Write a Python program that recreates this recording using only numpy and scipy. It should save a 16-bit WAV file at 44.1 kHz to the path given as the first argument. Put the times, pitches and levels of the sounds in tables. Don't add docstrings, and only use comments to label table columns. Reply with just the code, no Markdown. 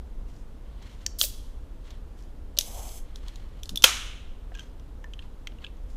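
import sys
import numpy as np
from scipy import signal
from scipy.fft import rfft, irfft
from scipy.io import wavfile

SR = 44100
rng = np.random.default_rng(int(sys.argv[2]) if len(sys.argv) > 2 else 0)


def bounce(signal):
    frames = np.transpose(np.atleast_2d(signal))
    limited = np.clip(frames, -1, 1)
    pcm = np.round(limited * 32767).astype(np.int16)
    wavfile.write(sys.argv[1], SR, pcm)


def ratio_of_db(decibels):
    return 10 ** (np.asarray(decibels, float) / 20)


N = 262836

# [freq_hz, density_db_per_hz]
AIR_COLOUR = [(9.4, -26.5), (16, 5), (49, 0.5), (118, -19), (192, -22.5), (264, -21), (374, -28),
              (471, -26), (666, -33), (1090, -36.5), (2310, -47), (3260, -46.5), (4750, -52), (14700, -60),
              (16000, -68)]
AIR_LEVEL_DB = -38
# [freq_hz, t60_s]
ROOM_T60 = [(300, .5), (1300, .7), (2000, .78), (3000, .85), (4500, .65), (6000, .58), (9000, .57),
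            (14000, .42)]
ROOM_DB, ROOM_GAP_S, EARLY_DB, EARLY_T60_S = -20, .002, 3, .2

# [freq_hz, width_hz, level_db]
RUB_RESONANCES = [(900, 700, -1), (2000, 900, -4), (3100, 900, -1), (4202, 1000, -6)]
# [start_s, length_s, friction_db, rustle_over_friction_db]
STROKES = [(.29, .005, -69, -1), (.37, .005, -76, 8), (.66, .1, -70, -15), (.83, .015, -57, -11),
           (.87, .17, -64, -6), (1.865, .045, -57, -9), (2.19, .04, -69, 0), (3.05, .55, -66, -10),
           (3.27, .06, -63, -7), (4.56, .05, -61, -6), (4.62, .05, -70, -5), (5.22, .01, -64, -8),
           (5.63, .01, -58, -14), (5.91, .07, -73, 3)]
GRIP_DB_PER_S, SLIP_DB_PER_S = 350, 200
# [start_s, length_s, level_db]
THUMP = (3.718, .03, -40.5)
THUMP_DB_PER_S = 900

# [freq_hz, width_hz]
SEALED_METAL = [(1700, 1600), (3800, 1900), (5300, 3000), (10800, 7000)]
# [freq_hz, width_hz]
SLACK_METAL = [(1700, 900), (2850, 950), (6000, 2000), (11000, 8000)]
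# [start_s, knock_db, brightness_db, boom_over_knock_db]
TAPS = [(.364, -53, 0, 0), (.8243, -49, 0, -5), (1.87, -67, 8, 3), (1.9052, -43, -4, -22),
        (4.519, -78, 6, 36), (5.6179, -52, -9, -4)]
TAP_SIZZLE_DB, TAP_T60_S = -10, .04
# [start_s, knock_db, brightness_db, boom_over_knock_db]
DENTS = [(4.5427, -46, -11, -8), (4.5504, -41, -2, -6), (4.554, -43, -5, -7), (4.563, -46, -10, -6),
         (4.573, -47, -5, -7), (4.587, -42, -10, -8), (4.594, -35, -5, -6), (4.606, -44, -4, -3),
         (4.7968, -51, 0, -4), (5.0415, -42, -6, 7), (5.1352, -36, -11, -14), (5.1916, -34, -20, -6),
         (5.2236, -45, -11, -7), (5.4716, -28, -7, -8), (5.5201, -49, -13, -3), (5.5859, -48, -11, -24),
         (5.6415, -36, -18, -8), (5.6458, -29, -22, -14), (5.6658, -35, -21, -15), (5.7687, -62, 4, 0)]
DENT_SIZZLE_DB, DENT_T60_S = -11, .015
# [start_s, knock_db, brightness_db, sizzle_over_tick_db]
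TICKS = [(1.0639, -33, 20, -18), (1.2133, -5, -10, -6), (1.2385, -18, -14, 0), (2.19, -54, 4, -10),
         (2.225, -54, 6, -10), (2.5694, -33, -8, -16), (2.5745, -23, -9, -12), (2.5874, -9, 5, -6),
         (2.6101, -20, 2, -16), (2.782, -47, 3, -3), (2.794, -45, 3, -10), (2.891, -38, -8, -4),
         (3.1585, -33, -4, -11), (3.2828, -36, -2, -9), (3.3577, -39, -5, -11), (3.6333, -29, -1, -7),
         (3.657, -37, -2, -9), (3.693, -25, -3, -5), (3.7583, -23, -1, 1), (3.7738, -27, 4, -2),
         (3.8226, -22, -3, -3), (3.8301, -26, 2, -3), (3.8379, -17, -3, -3)]
TICK_BOOM_DB, TICK_T60_S = -12.5, .01
# [start_s, freq_hz, level_db, t60_s]
RINGS = [(1.064, 5850, -22, .025), (1.064, 4490, -24, .015), (1.064, 1750, -37, .02),
         (1.2134, 570, -39, .04), (1.2385, 570, -37, .06), (2.5875, 590, -37, .04), (2.5745, 590, -41, .04),
         (2.5875, 12600, -18, .008), (3.774, 3500, -17, .025), (3.774, 3600, -35, .12),
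         (4.519, 700, -45, .04), (4.55, 1650, -47, .15), (4.59, 1600, -46, .17), (4.594, 3200, -42, .1),
         (4.594, 6200, -52, .2), (5.0415, 1760, -42, .12), (5.0415, 1000, -46, .04),
         (5.4716, 2150, -29, .015), (5.135, 3100, -35, .025), (5.1916, 3130, -42, .05),
         (5.6415, 1690, -47, .06), (5.6415, 2650, -37, .05), (5.6458, 3340, -39, .03),
         (5.6658, 2740, -42, .04)]
MODE_SPREAD, MODE_RISE_S = .03, .0006

# [time_s, level_db]
VENT = [
    (1.1845, -55),
    (1.188, -34),
    (1.205, -26.5),
    (1.245, -25.5),
    (1.29, -44),
    (1.35, -62),
    (1.4, -80),
]
# [freq_hz, density_db_per_hz]
VENT_COLOUR = [(600, -32), (1600, -21), (2500, -16), (3400, -4), (4800, -2.5), (6800, -2), (9000, -1),
               (11500, -4), (15000, 0), (16500, -2)]
# [start_s, length_s, level_db, rise_db_per_s, fall_db_per_s]
BLEED = (1.29, .02, -51, 600, 95)
# [freq_hz, density_db_per_hz]
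SPIT_COLOUR = [(1500, -22), (2500, -8), (4300, 0), (6200, 0), (8500, -4), (11500, -5), (13500, -13),
               (16000, -22)]
SPIT_FROM_S, SPIT_DB, SPIT_DB_PER_S = 2.58, -24, 420
# [start_s, length_s, level_db]
LEAK = (2.59, .385, -47.5)
LEAK_RISE_DB_PER_S, LEAK_CLOSE_DB_PER_S = 5000, 320
# [freq_hz, width_hz, level_db]
SLIT = [(2200, 700, -15), (3220, 800, -11), (4300, 700, -16), (5200, 700, -11), (6300, 800, -6),
        (7800, 1300, -6.5), (9300, 600, -17), (10600, 1400, -8), (12700, 900, -10), (14100, 1100, -15),
        (15300, 900, -22)]
# [time_s, level_db, rise_db_per_s, fall_db_per_s]
HEADSPACE = (2.79, -46.5, 85, 65)
HEADSPACE_HZ, HEADSPACE_WIDTH_HZ = 640, 440

# [start_s, boom_db, knock_db, tick_db, sizzle_db, t60_s]
POP = (3.8406, -6, 3.5, 0, -2, .028)
# [freq_hz, level_db, t60_s]
LID_MODES = [(520, -18, .05), (1050, -19, .04), (1400, -12, .04), (1650, -16, .03), (2170, -12, .03),
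             (2600, 1, .025), (3200, 9, .02), (3700, -8, .022), (6300, -4, .015)]
# [freq_hz, level_db]
BLAST = [(300, -20), (600, -13), (900, -10), (1300, -1), (1800, -7), (2500, -3), (3100, .5), (4000, -4),
         (4600, -9), (6300, -3), (8000, -10.5), (10000, -13), (13000, -18), (15500, -24)]
BLAST_DB = 39


def rms_one(x):
    return x / np.sqrt(np.mean(x ** 2) + 1e-20)


def add(out, sound, start_s):
    at = round(start_s * SR)
    out[at:at + len(sound)] += sound[:N - at]


def at_hz(points, hz):
    point_hz, value = np.transpose(points)
    return np.interp(np.log(np.maximum(hz, 1)), np.log(point_hz), value)


def coloured(spectrum):
    gain = ratio_of_db(at_hz(spectrum, np.fft.rfftfreq(N, 1 / SR)))
    return rms_one(irfft(rfft(rng.standard_normal(N)) * gain, N))


def resonate(x, hz, width_hz):
    r = np.exp(-np.pi * width_hz / SR)
    poles = [1, -2 * r * np.cos(2 * np.pi * hz / SR), r * r]
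    return signal.lfilter([(1 - r * r) / 2, 0, (r * r - 1) / 2], poles, x)


def resonant_noise(rows):
    drive = rng.standard_normal(N)
    out = np.zeros(N)
    for k, (hz, width_hz, db) in enumerate(rows):
        band = resonate(resonate(drive, hz, width_hz), hz, width_hz)
        out += (-1) ** k * ratio_of_db(db) * band
    return rms_one(out)


def flutter(rate_hz, depth_db):
    r = np.exp(-2 * np.pi * rate_hz / SR)
    drift = signal.lfilter([1], [1, -2 * r, r * r], rng.standard_normal(N + SR))[SR:]
    return ratio_of_db(depth_db * rms_one(drift))


def swell(start_s, length_s, db, rise_db_per_s, fall_db_per_s):
    t = np.arange(N) / SR
    before_s = np.maximum(start_s - t, 0)
    after_s = np.maximum(t - start_s - length_s, 0)
    return ratio_of_db(db - rise_db_per_s * before_s - fall_db_per_s * after_s)


def ventilation():
    return ratio_of_db(AIR_LEVEL_DB) * coloured(AIR_COLOUR)


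def room(x, size=40000):
    t = np.arange(size) / SR
    edges_hz = 200 * 2 ** np.arange(0, 6.6, 1 / 3)
    tail = np.zeros(size)
    for low, high in zip(edges_hz, edges_hz[1:]):
        band_filter = signal.butter(2, [low, high], "band", fs=SR, output="sos")
        band = signal.sosfilt(band_filter, rng.standard_normal(size))
        tail += band * ratio_of_db(-60 * t / at_hz(ROOM_T60, np.sqrt(low * high)))
    tail *= np.clip(t / ROOM_GAP_S - 1, 0, 1) * (1 + ratio_of_db(EARLY_DB - 60 * t / EARLY_T60_S))
    return signal.fftconvolve(x, tail / np.sqrt(np.sum(tail ** 2)))[:N]


def fingers():
    dull = resonant_noise(RUB_RESONANCES)
    fine = coloured([(3000, -28), (5000, -1.5), (7000, -4), (15000, -21)])
    grain = flutter(40, depth_db=2.4)
    out = swell(*THUMP, THUMP_DB_PER_S, THUMP_DB_PER_S) * resonant_noise([(160, 120, 0)])
    for start_s, length_s, db, rustle_db in STROKES:
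        stroke = swell(start_s, length_s, db, GRIP_DB_PER_S, SLIP_DB_PER_S)
        out += grain * stroke * (dull + ratio_of_db(rustle_db) * fine)
    return out


def puff():
    time_s, level_db = np.transpose(VENT)
    burst = ratio_of_db(np.interp(np.arange(N) / SR, time_s, level_db, left=-150, right=-150))
    spits = swell(*BLEED)
    for start_s, knock_db, *_ in TICKS:
        if start_s > SPIT_FROM_S:
            spits += swell(start_s, 0, knock_db + SPIT_DB, 20000, SPIT_DB_PER_S)
    return (burst * coloured(VENT_COLOUR) + spits * coloured(SPIT_COLOUR)) * flutter(60, depth_db=1.2)


def leak():
    start_s, length_s, db = LEAK
    flow = swell(start_s, length_s, 0, LEAK_RISE_DB_PER_S, LEAK_CLOSE_DB_PER_S)
    jet = ratio_of_db(db) * flow * resonant_noise(SLIT) * flutter(30, depth_db=1.2)
    widest_s, hollow_db, rise, fall = HEADSPACE
    hollow = resonant_noise([(HEADSPACE_HZ, HEADSPACE_WIDTH_HZ, 0)])
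    return jet + swell(widest_s, 0, hollow_db, rise, fall) * flow * hollow


def strike(metal, boom_db, knock_db, tick_db, sizzle_db, t60_s):
    t = np.arange(3000) / SR
    force = rng.standard_normal(len(t)) * (ratio_of_db(-60 * t / t60_s) + ratio_of_db(-22 - 60 * t / .04))
    force[0] = 3.0
    peaks_db = (boom_db - 3, knock_db + 1.5, tick_db + .8, sizzle_db + 2.5)
    out = np.zeros(len(t))
    for (hz, width_hz), db in zip(metal, peaks_db):
        band = resonate(resonate(force, hz, width_hz), hz, width_hz)
        out += ratio_of_db(db) * band / np.max(np.abs(band))
    return out


def mode(hz, level_db, t60_s):
    t = np.arange(8000) / SR
    close_hz = hz * (1 + MODE_SPREAD * rng.uniform(-1, 1, (4, 1)))
    tones = np.sum(np.sin(2 * np.pi * close_hz * t), axis=0)
    return ratio_of_db(level_db - 9 - 60 * t / t60_s) * (1 - np.exp(-t / MODE_RISE_S)) * tones


def contact(out, start_s, knock_db, bright_db, boom_db, sizzle_db, t60_s):
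    metal = SEALED_METAL if start_s < POP[0] else SLACK_METAL
    tick_db = knock_db + bright_db
    add(out, strike(metal, knock_db + boom_db, knock_db, tick_db, tick_db + sizzle_db, t60_s), start_s)


def clicks():
    out = np.zeros(N)
    for start_s, knock_db, bright_db, sizzle_db in TICKS:
        contact(out, start_s, knock_db, bright_db, TICK_BOOM_DB, sizzle_db, TICK_T60_S)
    for row in DENTS:
        contact(out, *row, DENT_SIZZLE_DB, DENT_T60_S)
    for row in TAPS:
        contact(out, *row, TAP_SIZZLE_DB, TAP_T60_S)
    for start_s, *ring in RINGS:
        add(out, mode(*ring), start_s)
    return out


def blast(size=512):
    out = np.zeros(N)
    pulse = irfft(ratio_of_db(BLAST_DB + at_hz(BLAST, np.fft.rfftfreq(size, 1 / SR))), size)
    add(out, np.roll(pulse, 100), POP[0])
    return out


def pop():
    out = np.zeros(N)
    start_s, *impact = POP
    add(out, strike(SEALED_METAL, *impact), start_s)
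    for ring in LID_MODES:
        add(out, mode(*ring), start_s)
    return out


def scene():
    can = clicks() + puff() + leak()
    reverb = ratio_of_db(ROOM_DB) * room(can + blast())
    return (ventilation() + reverb + fingers() + can + pop())[None]


def roll_off(x):
    return signal.sosfilt(signal.butter(12, 16210, fs=SR, output="sos"), x)


def record(dry):
    low_pass = signal.cheby2(10, 50, 16300, fs=SR, output="sos")
    mix = np.clip(signal.sosfilt(low_pass, dry), -.98, .98)
    return roll_off(mix)


dry = scene()
out = record(dry)
bounce(out)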